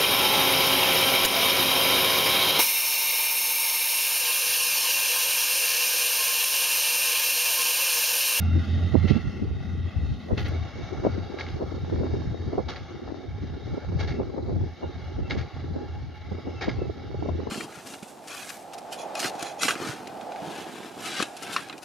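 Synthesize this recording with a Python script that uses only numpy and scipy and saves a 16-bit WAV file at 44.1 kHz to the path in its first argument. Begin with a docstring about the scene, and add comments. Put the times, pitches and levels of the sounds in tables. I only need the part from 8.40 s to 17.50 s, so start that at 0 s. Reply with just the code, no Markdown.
"""A tractor pulls a big square baler away across a stubble field. From the start its exhaust drones,
the machinery rushes, whines and hums, a dry shaft squeaks, and gusts flutter and thump on the
microphone's openings. Soon the plunger that packs the straw makes its first double clash of steel,
then one more at every stroke. After two seconds the camera zooms out with a tick: its microphone
picks up a wider area, so the machine sounds farther off."""
import sys
import numpy as np
from scipy import signal
from scipy.fft import rfft, irfft, next_fast_len
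from scipy.io import wavfile
from scipy.ndimage import uniform_filter1d, map_coordinates

SR = 44100
rng = np.random.default_rng(int(sys.argv[2]) if len(sys.argv) > 2 else 0)


def transcribe(signal):
    """Save signal, clipped to [-1, 1], as a 16-bit WAV file at the path in sys.argv[1]."""
    frames = np.atleast_2d(signal).T
    limited = np.clip(frames, -1, 1)
    pcm = np.round(limited * 32767).astype(np.int16)
    wavfile.write(sys.argv[1], SR, pcm)


N = 401310

# A "colour" says how strong each frequency is. "Lean" is the left level minus the right level.
# how often the engine fires: t/s, f/Hz
FIRING_RATE = [(0, 85.07), (.6, 86.6), (1.2, 85.3), (2.2, 85.06), (4, 85.3), (6, 84.36), (7.5, 84.7),
               (9.1, 84.76)]
# the drone swells and fades: t/s, level/dB
EXHAUST_LEVEL = [(0, -27.5), (.16, -19.5), (.35, -23), (.58, -22), (.8, -30), (.95, -36), (1.2, -37.5),
                 (1.36, -29), (1.7, -34), (1.8, -46.5), (1.94, -37), (2.22, -29.5), (2.35, -45),
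                 (2.6, -44.5), (2.75, -32), (2.95, -43), (3.14, -38), (3.3, -38), (3.75, -29),
                 (4.06, -32.5), (4.4, -46.5), (4.53, -42), (4.9, -48.5), (5.02, -38), (5.4, -42.5),
                 (5.56, -27.5), (5.9, -46), (6.2, -30), (6.55, -35.5), (7.3, -36.5), (7.6, -44.5),
                 (8.0, -36.5), (8.45, -34.5), (8.72, -42.5), (8.93, -30.5), (9.1, -42)]
# tones in the drone: multiple of the firing rate, level/dB
EXHAUST_TONES = [(.5, -24.5), (1, 0), (1.5, -16.5), (2, -18.5), (2.5, -27), (3, -21.5)]
# the bass dips briefly: t/s, level/dB
BASS_DIPS = [(.255, -15), (.5, -1.5), (0.921, -16), (1.25, -12), (1.52, -28), (2.32, -20), (2.9, -13),
             (3.22, -6), (3.41, 0), (3.97, -15), (4.12, -15), (4.6, -16), (4.83, -8), (5.2, -12),
             (5.4, -11), (5.95, -9), (6.37, -19.5), (6.41, -25), (6.51, -15), (6.72, -5), (7.11, -21),
             (7.41, -7), (7.52, 3), (8.02, -14), (8.2, -9), (8.549, -17)]

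ZOOM_S, ZOOM_TICK_DB = 2.085, -33  # the camera zooms out
# strength of the machinery's rush: t/s, level/dB
RUSH_LEVEL = [(0.0, -49.5), (0.58, -47.5), (1.14, -54), (1.93, -53), (2.13, -47.5), (5.07, -54.5),
              (5.62, -51.5), (6.06, -56), (6.66, -52.5), (7.73, -55), (8.19, -53), (9.1, -52)]
# colour of the rush before the zoom: f/Hz, level/dB
CLOSE_COLOUR = [(30, -21), (110, 8.5), (210, 24), (330, 10.5), (480, 3), (800, 6.5), (1300, 0.5),
                (2000, -4.5), (3000, -4.5), (4300, -8), (5500, -13.5), (6500, -17.5), (9000, -26)]
# colour of the rush after the zoom: f/Hz, level/dB
FAR_COLOUR = [(30, -16), (110, 9), (210, 7.5), (400, 6), (560, 4.5), (800, 6), (1300, -0.5), (2000, 0),
              (3000, 1), (4300, -5.5), (5500, -13), (6500, -16.5), (9000, -39.5)]
# peaks where housings ring and dips where the ground echo cancels: f/Hz, width/Hz, level/dB
CLOSE_PEAKS = [(974, 85, -19), (1412, 18, 8.5), (1566, 20, -30.5), (1743, 64, -10), (1972, 157, 10),
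               (2360, 89, -15.5), (2680, 36, 6), (2880, 180, -4.5)]
# such peaks and dips after the zoom: f/Hz, width/Hz, level/dB
FAR_PEAKS = [(755, 75, 4), (986, 57, -17), (1360, 86, 5), (1510, 27, -10), (1880, 110, -5), (2229, 53, 6),
             (2503, 193, -17), (2820, 53, 2.5), (3037, 300, -11.5), (3510, 80, -12.5), (3824, 17, -4.5),
             (4180, 87, -8.5), (5000, 93, -2), (5200, 150, 4.5)]
# one band of the rush swells and fades: t/s, level/dB
BAND_LEVEL = [(0, 3), (2.5, 1), (3.5, -1), (4.5, 1), (5.5, 2), (6.05, -2), (6.5, 1.5), (8.1, 4), (9.1, 1)]
BAND_HZ, BAND_WIDTH_HZ = 2900, 610
# how alike the machine sounds left and right: f/Hz, likeness (1 = the same)
LIKENESS = [(100, 1), (400, 0.53), (800, 0.94), (2000, 0.85), (4000, 0.68), (7000, 0.55)]

# the drive line whines while the plunger is not loading it: start/s, end/s, start f/Hz, end f/Hz,
# level/dB
WHINES = [(-.05, 0.546, 3684, 3694, -50.5), (1.081, 1.88, 3704, 3722, -60), (2.1, 2.32, 3680, 3700, -54.5),
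          (2.352, 2.85, 3705, 3800, -66), (3.28, 4.13, 3675, 3755, -60), (4.501, 5.47, 3685, 3705, -63.5),
          (6.393, 6.6, 3700, 3720, -57.5), (8.803, 9, 3690, 3705, -58)]
WHINE_FADE_S = 0.053
# hum of a gear: t/s, level/dB
GEAR_LEVEL = [(0, -76), (4.5, -62), (6.4, -55.5), (9.1, -57)]
GEAR_HZ, GEAR_SAG_HZ, SLOWING_S, RECOVERY_S = 859, 64.3, 0.098, 0.68

# which side the wind is louder on: t/s, lean/dB
WIND_LEAN = [(0, -2), (.4, -2), (.55, -12), (.78, -12), (.9, 2.5), (2, 3), (3, .5), (5, 0), (9.1, .5)]
# strength of the slow, rumbling air: t/s, level/dB
SLOW_AIR_LEVEL = [(0.0, -36.5), (0.78, -31), (0.98, -41), (1.06, -34), (1.54, -37), (1.72, -30),
                  (1.84, -51), (1.92, -32), (2.56, -41.5), (2.74, -34), (2.96, -50), (3.04, -43.5),
                  (3.64, -37), (4.24, -36.5), (4.32, -44.5), (5.64, -35.5), (6.0, -39), (6.22, -36),
                  (6.38, -40), (6.92, -37), (7.46, -40.5), (7.74, -44.5), (8.28, -38), (9.09, -42)]
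# strength of the fast, fluttering air: t/s, level/dB
FAST_AIR_LEVEL = [(0.0, -61), (0.98, -42.5), (1.04, -43), (1.5, -52), (1.6, -46), (1.84, -59), (1.9, -37),
                  (2.3, -48), (2.66, -39), (2.84, -45.5), (3.58, -33.5), (4.18, -38), (4.44, -52),
                  (4.74, -37), (4.94, -53), (5.06, -39), (6.16, -37.5), (6.28, -42), (6.64, -47),
                  (6.96, -36), (7.1, -51.5), (7.36, -38), (7.76, -54.5), (8.32, -36.5), (8.66, -44),
                  (8.86, -34), (9.09, -37)]
RUMBLE_DB, FLUTTER_DB, POPS_DB = 3.5, 1.5, -13  # added to the air levels
# colour of the slow air: f/Hz, level/dB
RUMBLE_COLOUR = [(20, -27), (32, -15), (42, -17), (52, -5), (68, 2), (83, -3), (100, 1), (140, -4.5),
                 (200, -16.5), (300, -19.5), (600, -64), (1500, -100)]
# colour of the fast air: f/Hz, level/dB
FLUTTER_COLOUR = [(60, -33), (150, -8.5), (250, 2), (380, 4), (520, -6), (750, -19.5), (1000, -24),
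                  (1500, -35.5), (2500, -45), (6000, -75)]
# colour of the wind's tiny pops: f/Hz, level/dB
POP_COLOUR = [(80, -28.5), (250, 1.5), (450, 0.5), (750, -1.5), (1100, -7.5), (1700, -19), (3000, -33.5),
              (7000, -67.5)]

# squeaks of a dry shaft, lower when the plunger loads it: t/s, f/Hz, level/dB, half-length/s
SHAFT_SQUEAKS = [(0.073, 2760, -47, 0.061), (0.264, 2720, -53, 0.013), (0.587, 2750, -55, 0.04),
                 (0.72, 2710, -45.5, 0.061), (0.903, 2730, -54, 0.073), (5.773, 2690, -56, 0.023),
                 (6.449, 2810, -54, 0.02), (6.659, 2850, -59, 0.049), (6.863, 2700, -52, .02),
                 (7.127, 2720, -60, 0.019), (7.516, 2770, -60, 0.029), (7.75, 2830, -59.5, 0.022),
                 (8.182, 2680, -49.5, .02), (8.42, 2660, -53, .03), (8.865, 2740, -59, 0.034)]
# tones in a squeak: multiple of the pitch, level/dB
SQUEAK_TONES = [(.5, -1), (.78, -7), (1, 0)]

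# the strongest eddies (swirls of air): peak t/s, level/dB, lean/dB, centre f/Hz, length/s
BIG_EDDIES = [(0.164, -23, -15, 210, 0.0098), (0.539, -15, -21, 134, 0.0039),
              (0.554, -9.5, -38, 326, 0.0033), (0.582, -18, -17, 100, 0.0052),
              (0.646, -15.5, -27, 210, 0.006), (0.711, -8.5, -27, 196, 0.003),
              (0.717, -15.5, -26, 99, 0.0066), (0.763, -16.5, -28, 217, 0.006), (0.888, -24, 7, 93, 0.0065),
              (1.025, -21, 4, 225, 0.0051), (1.08, -27, 0, 94, 0.009), (1.407, -28.5, -4, 96, 0.0051),
              (1.583, -30, 1, 107, 0.008), (1.909, -27.5, -3, 470, 0.0088), (1.931, -19, 12, 99, 0.007),
              (1.933, -24, 12, 300, 0.0022), (2.651, -16.5, 0.5, 445, 0.0042), (2.67, -15.5, 4, 387, 0.005),
              (2.78, -28, 9, 312, 0.0087), (2.786, -31, -6, 105, .011), (3.143, -26, -4, 95, 0.01),
              (3.219, -25, 2, 400, 0.011), (3.438, -27, 0, 115, 0.005), (3.527, -23, 9, 334.5, 0.0027),
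              (3.547, -25.5, 5, 120, .007), (3.6, -24, 3, 266, 0.0079), (3.635, -27.5, 10, 480, 0.0029),
              (3.738, -21.5, -1, 115, 0.0071), (3.877, -21.5, 1, 96, .007),
              (3.946, -27.5, 9, 322.3, 0.0037), (4.069, -23, 3, 106, .006), (4.132, -26, 0, 418, 0.006),
              (4.182, -19, -1.5, 406, 0.0033), (4.19, -20.5, -8, 433, 0.0048),
              (5.038, -25.5, 1, 200, 0.0027), (5.328, -24, 1, 105, 0.0067), (5.38, -23.5, -3, 320, 0.003),
              (5.447, -33, 12, 520, 0.0014), (5.492, -26.5, 1, 99, .009), (5.561, -18, 2, 100, 0.0039),
              (5.802, -21, -0.5, 358, 0.0052), (5.982, -24.5, 5.5, 428, 0.0062), (6.09, -29, 1, 353, 0.017),
              (6.128, -23.5, -2, 130, 0.0049), (6.165, -24, -0.5, 260, 0.0046), (6.213, -25, 3, 95, 0.01),
              (6.434, -25.5, 2, 424, 0.0054), (6.791, -26, 4, 313, 0.0055), (6.921, -30, 0, 110, .011),
              (6.986, -31, 0, 110, .011), (6.977, -19.5, -2, 210, 0.0012), (7.313, -30, 4, 130, 0.0089),
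              (7.363, -26.5, -1, 326, 0.0087), (7.92, -24.5, -8, 340, 0.0025),
              (7.986, -30.5, -10, 406, 0.0026), (8.075, -29, -1, 385, 0.0072),
              (8.283, -16, 0.5, 324, 0.003), (8.289, -29, -3, 110, 0.0082), (8.42, -23, -4, 364, 0.0028),
              (8.435, -28.5, -1.5, 120, .007), (8.48, -27, -6, 115, 0.0058), (8.499, -23, -16, 386, 0.0018),
              (8.747, -25, -4, 395, 0.0021), (8.827, -23.5, -10, 420, 0.0021),
              (8.861, -26.5, -5, 500, 0.0012), (8.891, -23.5, 8, 363, 0.0048),
              (9.072, -21.5, 7, 420, 0.0014)]
# colour of an eddy's thump: multiple of its centre frequency, level/dB
EDDY_COLOUR = [(.1, -24.5), (.3, -6), (.7, 2), (1, 4.5), (1.5, -2), (2.4, -13.5), (4, -33), (8, -74.5),
               (20, -82)]
EDDIES_PER_S, EDDY_HZ, EDDY_S = 2, 390, 0.003  # small eddies: rate, typical centre and length
EDDY_DB, EDDY_SCATTER_DB, EDDY_LEAN_DB = -4.5, 2.5, 2  # level over the fast air; spread of level, lean

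# plunger strokes: t/s, level/dB, arm's ring/dB, wait for the rebound/s, rebound/dB
# (ring and rebound are relative to the level)
PLUNGER_STROKES = [(0.673, -35, -15, 0.071, -11), (1.972, -35.5, -14.5, 0.074, -5),
                   (2.984, -36.5, -18, 0.087, -10), (4.281, -33.5, -22, 0.072, -10.5),
                   (5.587, -32.5, -15, .086, -7.5), (6.894, -35.5, -4, 0.078, -5),
                   (8.206, -33, -2.5, 0.074, -7)]
# a T60 is the time a sound takes to fade by 60 dB
CLASH_RISE_S, CLASH_HOLD_S, CLASH_T60_S = 0.0086, 0.013, 0.23
REBOUND_RISE_S, REBOUND_HOLD_S, REBOUND_T60_S = 0.0065, 0.01, 0.31
REBOUND_RING_DB, THUD_DB = -3.5, -3.5  # relative to the hit they belong to
# colour of steel hitting steel: f/Hz, level/dB
STEEL_COLOUR = [(100, -30), (400, -10), (800, 7), (1150, 1.5), (1500, 0.5), (1690, -2.5), (1850, -2),
                (2200, 3), (2600, 2), (3200, 3.5), (3800, -1.5), (4600, -7.5), (6500, -15.5), (9000, -36.5)]
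# where the baler's frame rings: f/Hz, width/Hz, level/dB
FRAME_PEAKS = [(1707, 62, 9), (2180, 34, 0.5), (3560, 30, -6), (3830, 33, 2), (4530, 330, 5.5),
               (4720, 30, -10), (5930, 60, 5.5)]
# colour of the plunger meeting the straw: f/Hz, level/dB
THUD_COLOUR = [(80, -26.5), (250, 1), (500, 2.5), (800, -16.5), (2000, -46)]
# ringing tones of the baler's steel arm: f/Hz, level/dB, T60/s
ARM_TONES = [(1408, -11, 0.08), (1660, -6.5, 0.11), (1874, -2, 0.027), (2033, 0, 0.028), (2140, 2.5, 0.034),
             (2204, -24, 0.075), (2760, -12.5, 0.055), (3550, -14, 0.092), (3865, -9, 0.054),
             (4520, -9.5, 0.03), (4960, -16, 0.072)]
CONTACTS_PER_S, CONTACT_RISE_S, CRACK_DB, CRACK_T60_S = 220, 0.0006, -2.5, 0.024  # taps on the arm
# single hard knocks on the arm: t/s, peak level/dB, crack relative to the ringing/dB
ARM_KNOCKS = [(0.683, -29, 0), (1.976, -33, -1), (2.05, -38, 4), (2.987, -28, -12), (3.009, -24.5, -7),
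              (3.016, -35, -6), (3.065, -33, -10), (3.087, -32.5, 14), (4.361, -31, -14), (5.605, -29, -8),
              (6.908, -19.5, -4.5), (8.2921, -24.5, -2)]

# how well the microphone hears high sounds: f/Hz, level/dB
MIC_RESPONSE = [(6800, 0), (7000, -10), (7250, -22.5), (8500, -8.5), (12000, -10.5), (15000, -17)]
TOP_HZ = 15720
# faint high rustle of straw, brightening at the first two plunger clashes: t/s, level/dB
TREBLE_LEVEL = [(0, -75.5), (.66, -77.5), (.685, -69.5), (.75, -76), (.85, -85.5), (1.965, -77.5),
                (1.985, -67.5), (2.08, -67), (2.09, -76), (2.35, -82), (3.3, -78.5), (4.5, -85), (5.5, -83),
                (9.1, -82.5)]
# colour of that rustle: f/Hz, level/dB
TREBLE_COLOUR = [(6000, -27.5), (7500, -9.5), (10000, -2.5), (12000, -0.5), (15500, -7)]


def amp(db):
    """Turn decibels into a number to multiply by."""
    return 10 ** (np.asarray(db) / 20)


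def unit(x):
    """Scale a signal so its average strength (rms) is 1."""
    return x / np.sqrt(np.mean(x ** 2) + 1e-20)


def along(points, hz):
    """Read between (frequency, value) points, with every octave equally wide."""
    f, v = np.transpose(points)
    return np.interp(np.log(hz + 1e-6), np.log(f), v)


def curve(points):
    """Join (time, value) points with straight lines, one value per sample."""
    return np.interp(np.arange(N) / SR, *np.transpose(points))


def bumps(peaks, hz):
    """Level in dB of rounded peaks and dips."""
    return sum(db * np.exp(-((hz - centre) / width) ** 2) for centre, width, db in peaks)


def wobble(rate):
    """A smooth curve through `rate` random values a second."""
    return map_coordinates(rng.standard_normal(int(N * rate / SR) + 4), [np.arange(N) * rate / SR])


def lulls(rate):
    """A wobble that dips deeply but never rises far."""
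    return np.minimum(wobble(rate), .8)


def filtered(x, response):
    """Multiply each frequency in x by response(frequency)."""
    size = x.shape[-1]
    padded = next_fast_len(size + 8192)
    return irfft(rfft(x, padded) * response(np.fft.rfftfreq(padded, 1 / SR)), padded)[..., :size]


def coloured(x, colour):
    """Filter x with a colour table."""
    return filtered(x, lambda hz: amp(along(colour, hz)))


def distant_noise(colour_db):
    """Noise from straight ahead, much alike on the left and right."""
    def shared_and_opposite(hz):
        angle = np.arccos(np.clip(along(LIKENESS, hz), -1, 1)) / 2
        return amp(colour_db(hz)) * [np.cos(angle), np.sin(angle)]
    mid, side = filtered(rng.standard_normal((2, N)), shared_and_opposite)
    return unit(np.array([mid + side, mid - side]))


def zoomed_out(fade_s):
    """Goes from 0 to 1 as the camera zooms out."""
    return np.clip((np.arange(N) / SR - ZOOM_S) / fade_s + .5, 0, 1)


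def bass_dips(half_length_s):
    """Level in dB of the brief dips that exhaust and wind share."""
    t = np.arange(N) / SR
    return sum(db * np.exp(-((t - s) / half_length_s) ** 2 / 2) for s, db in BASS_DIPS)


def exhaust(dip_db):
    """Six cylinders fire in turn and make a low note; their unevenness adds weaker tones."""
    phase = 2 * np.pi * np.cumsum(curve(FIRING_RATE) + 1.622 * wobble(14)) / SR
    note = sum(amp(db + 1.7 * wobble(3.1)) * np.sin(multiple * phase + rng.uniform(0, 2 * np.pi))
               for multiple, db in EXHAUST_TONES)
    fading_db = 3 * lulls(20) + 2.5 * np.array([lulls(12), lulls(12)])
    level_db = curve(EXHAUST_LEVEL) - 0.75 + dip_db + fading_db
    return amp(level_db) * unit(note) * panned(0.56 * curve(WIND_LEAN))


def panned(lean_db):
    """Left and right gains that move a sound sideways and keep its power."""
    gains = amp([lean_db / 2, -lean_db / 2]).reshape(2, -1)
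    return gains / np.sqrt(np.mean(gains ** 2, axis=0))


def machinery():
    """Gears, fans and straw make a quickly rattling rush, with less bass after the zoom."""
    far = zoomed_out(fade_s=0.038)
    close_by = amp(11) * distant_noise(lambda hz: along(CLOSE_COLOUR, hz))
    far_off = amp(5) * distant_noise(lambda hz: along(FAR_COLOUR, hz))
    rush = np.sqrt(1 - far) * close_by + np.sqrt(far) * far_off
    rattle_db = 0.77 * wobble(12) + wobble(90)
    rush = swelling_band(across_field(rush, depth=0.97))
    return amp(curve(RUSH_LEVEL) + rattle_db) * moving_air(rush, depth_db=2)


def across_field(x, depth):
    """Ringing housings and the ground echo colour the sound; the pattern shifts with the zoom."""
    far = zoomed_out(fade_s=0.019)
    close_by = filtered(x, lambda hz: amp(depth * bumps(CLOSE_PEAKS, hz)))
    far_off = filtered(x, lambda hz: amp(depth * bumps(FAR_PEAKS, hz)))
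    return (1 - far) * close_by + far * far_off


def swelling_band(x):
    """One band of the rush slowly swells and fades on its way over the field."""
    band = filtered(x, lambda hz: np.exp(-((hz - BAND_HZ) / BAND_WIDTH_HZ) ** 2))
    return x + (amp(curve(BAND_LEVEL)) - 1) * band


def moving_air(x, depth_db):
    """Moving air lets each band of frequencies swell and fade on its own."""
    bands = signal.stft(x, nperseg=1024)[2]
    patches = uniform_filter1d(rng.standard_normal(bands.shape[1:]), size=6, axis=0)  # smooth in pitch
    patches = uniform_filter1d(patches, size=16, axis=1)  # smooth in time
    return signal.istft(bands * amp(depth_db * unit(patches)), nperseg=1024)[1][:, :N]


def whine():
    """The drive line sings a thin, rough, rising note between strokes."""
    t = np.arange(N) / SR
    drift_hz = 7 * wobble(14) + 12 * wobble(170)
    flicker = unit(amp(2.5 * wobble(45) + 1.5 * wobble(160) + 2.2 * lulls(24)))
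    out = np.zeros(N)
    for start, end, start_hz, end_hz, db in WHINES:
        on = (t > start) & (t < end)
        hz = np.interp(t[on], [start, end], [start_hz, end_hz]) + drift_hz[on]
        fade = np.clip(np.minimum(t[on] - start, end - t[on]) / WHINE_FADE_S, 0, 1)
        out[on] += amp(db) * fade * np.sin(2 * np.pi * np.cumsum(hz) / SR)
    return flicker * out


def gear_hum():
    """Each stroke slows the flywheel, so a gear's hum drops in pitch and then climbs back."""
    t = np.arange(N) / SR
    slowed = sum(np.clip((t - s) / SLOWING_S + 1, 0, 1) * np.exp(-np.maximum(t - s, 0) / RECOVERY_S)
                 for s, *_ in PLUNGER_STROKES)
    hz = GEAR_HZ - GEAR_SAG_HZ * slowed + 6 * wobble(60)
    level_db = curve(GEAR_LEVEL) + 5 * wobble(40) + 1.4 * lulls(11)
    return amp(level_db) * np.sin(2 * np.pi * np.cumsum(hz) / SR)


def wind(dip_db):
    """Slow air rumbles on the microphone; faster air flutters higher up and breaks into pops."""
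    slow_db = curve(SLOW_AIR_LEVEL) + .8 * dip_db + 3.5 * lulls(16)
    fast_db = curve(FAST_AIR_LEVEL) + .25 * dip_db + 3 * lulls(18)
    rumble = amp(slow_db + RUMBLE_DB) * rough_air(RUMBLE_COLOUR, lump_db=2.5, lumps_per_s=28)
    flutter = amp(fast_db + FLUTTER_DB) * rough_air(FLUTTER_COLOUR, lump_db=6.5, lumps_per_s=90)
    pops = amp(fast_db + POPS_DB) * air_pops(per_s=18, scatter_db=10)
    return (rumble + flutter + pops) * panned(curve(WIND_LEAN))


def rough_air(colour, lump_db, lumps_per_s):
    """Churning air makes lumpy noise, separately on each side."""
    lumps = amp(lump_db * np.array([wobble(lumps_per_s), wobble(lumps_per_s)]))
    return unit(coloured(lumps * rng.standard_normal((2, N)), colour))


def air_pops(per_s, scatter_db):
    """The tiniest eddies make scattered pops, separately on each side."""
    sizes = rng.choice([-1, 1], (2, N)) * amp(scatter_db * rng.uniform(-1, 1, (2, N)))
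    spikes = sizes * (rng.random((2, N)) < per_s / SR)
    # 1j turns each spike into one up-and-down swing
    return unit(filtered(spikes, lambda hz: 1j * amp(along(POP_COLOUR, hz))))


def squeaks():
    """A dry shaft rubs: each squeak swells, slides down a little and fades."""
    t = np.arange(N) / SR
    waver_hz = 24 * wobble(250)
    uneven = unit(amp(2.5 * wobble(120)))
    out = np.zeros(N)
    for s, hz, db, half_length in SHAFT_SQUEAKS:
        near = np.abs(t - s) < 4 * half_length
        from_peak = (t[near] - s) / half_length
        phase = 2 * np.pi * np.cumsum(hz + waver_hz[near] - 14 * from_peak) / SR
        note = sum(amp(level) * np.sin(multiple * phase) for multiple, level in SQUEAK_TONES)
        out[near] += amp(db) * np.exp(-from_peak ** 2 / 2) * note
    return uneven * out


def wind_thumps():
    """An eddy is one sharp pressure swing inside a brief flurry, higher when the eddy is smaller."""
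    out = np.zeros((2, N + SR))
    t = np.arange(-SR // 10, SR // 10) / SR
    for s, db, lean_db, hz, length in BIG_EDDIES + small_eddies():
        stretch = np.where(t < 0, .75, 1.1)  # it arrives faster than it leaves
        swell = np.exp(-np.abs(t / length / stretch) ** 0.97 / 2)
        ragged = amp(3 * map_coordinates(rng.standard_normal(64), [np.linspace(0, 63, len(t))]))
        push = swell * unit(ragged) * rng.standard_normal((2, len(t)))
        core = len(t) // 2 + rng.integers(-25, 25, 2)
        push[[0, 1], core] += 10 * rng.choice([-1, 1], 2)  # a spike on each side for the sharp swing
        thump = filtered(push, lambda f: 1j * amp(along(EDDY_COLOUR, f / hz)))
        thump *= np.sqrt(np.sum(swell ** 2) / np.sum(thump ** 2, axis=1, keepdims=True))
        start = max(round((s + t[0]) * SR), 0)
        out[:, start:start + len(t)] += amp(db) * panned(lean_db) * thump
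    return out[:, :N]


def small_eddies():
    """Random eddies that follow the wind's strength and side, as rows like those of BIG_EDDIES."""
    count = round(EDDIES_PER_S * N / SR)
    at = rng.integers(0, N, count)
    strength, side, pitch, span = rng.standard_normal((count, 4)).T
    db = curve(FAST_AIR_LEVEL)[at] + EDDY_DB + EDDY_SCATTER_DB * strength
    lean_db = curve(WIND_LEAN)[at] + EDDY_LEAN_DB * side
    return list(zip(at / SR, db, lean_db, EDDY_HZ * np.exp(.22 * pitch), EDDY_S * np.exp(span / 2)))


def plunger():
    """It hits, then hits again on its way back: each time steel clatters, straw thuds, an arm rings."""
    t = np.arange(N) / SR
    clashes = [(s, db, CLASH_RISE_S, CLASH_HOLD_S, CLASH_T60_S, ring_db)
               for s, db, ring_db, _, _ in PLUNGER_STROKES]
    rebounds = [(s + wait, db + back_db, REBOUND_RISE_S, REBOUND_HOLD_S, REBOUND_T60_S, REBOUND_RING_DB)
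                for s, db, _, wait, back_db in PLUNGER_STROKES]
    power, arm = np.zeros(N), np.zeros(N)
    for s, db, rise, hold, t60, ring_db in clashes + rebounds:
        span = slice(round(s * SR), round(s * SR) + SR // 2)
        age = t[span] - s
        force = np.clip(age / rise, 0, 1) * amp(db - 60 * np.maximum(age - rise - hold, 0) / t60)
        power[span] += force ** 2
        taps = unit(rng.choice([-1, 1], len(age)) * (rng.random(len(age)) < CONTACTS_PER_S / SR))
        ring = struck_arm(CRACK_DB)
        ringing = signal.fftconvolve(force * taps, ring / np.linalg.norm(ring))  # one ring per tap
        arm[span] += amp(ring_db) * ringing[:len(age)]
    uneven = unit(amp(2.2 * wobble(300)))
    clatter = uneven * distant_noise(lambda hz: along(STEEL_COLOUR, hz) + bumps(FRAME_PEAKS, hz))
    thud = amp(THUD_DB) * distant_noise(lambda hz: along(THUD_COLOUR, hz))
    return across_field(np.sqrt(power) * (clatter + thud), depth=0.85) + arm


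def struck_arm(crack_db):
    """One tap on the steel arm gives a short crack and ringing tones, scaled to a peak of 1."""
    t = np.arange(SR // 4) / SR
    tones = sum(amp(db + rng.normal(0, 3.2) - 60 * t / t60) * np.sin(2 * np.pi * hz * t)
                for hz, db, t60 in ARM_TONES)
    noise = unit(coloured(rng.standard_normal(len(t)), STEEL_COLOUR))
    crack = amp(crack_db - 60 * t / CRACK_T60_S) * noise
    ring = np.clip(t / CONTACT_RISE_S, 0, 1) * (tones + crack)
    return ring / np.abs(ring).max()


def knocks():
    """Now and then one hard blow on the arm stands out of the clash or starts the rebound."""
    out = np.zeros(N + SR)
    for s, db, crack_db in ARM_KNOCKS:
        ring = amp(db) * struck_arm(crack_db)
        out[round(s * SR):][:len(ring)] += ring
    return out[:N]


def scene():
    """The machine out in the field and the wind at the microphone."""
    dip_db = bass_dips(half_length_s=0.018)
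    machine = exhaust(dip_db) + machinery() + whine() + gear_hum() + squeaks() + plunger() + knocks()
    return machine + wind(dip_db) + wind_thumps()


def record(dry):
    """The microphone is dull above 7 kHz and adds a faint hiss; straw rustles faintly and unevenly up high, and
    there is one tick at the zoom."""
    hiss = amp(-90) * rng.standard_normal((2, N))
    grain = unit(amp(1.2 * wobble(25) + 2 * wobble(500)))
    treble = amp(curve(TREBLE_LEVEL)) * grain * unit(coloured(rng.standard_normal((2, N)), TREBLE_COLOUR))
    tick = amp(ZOOM_TICK_DB) * (np.arange(N) == round(ZOOM_S * SR))
    heard = coloured(dry, MIC_RESPONSE) + hiss + treble + tick
    return filtered(heard, lambda hz: hz < TOP_HZ)


dry = scene()
out = record(dry)
transcribe(out)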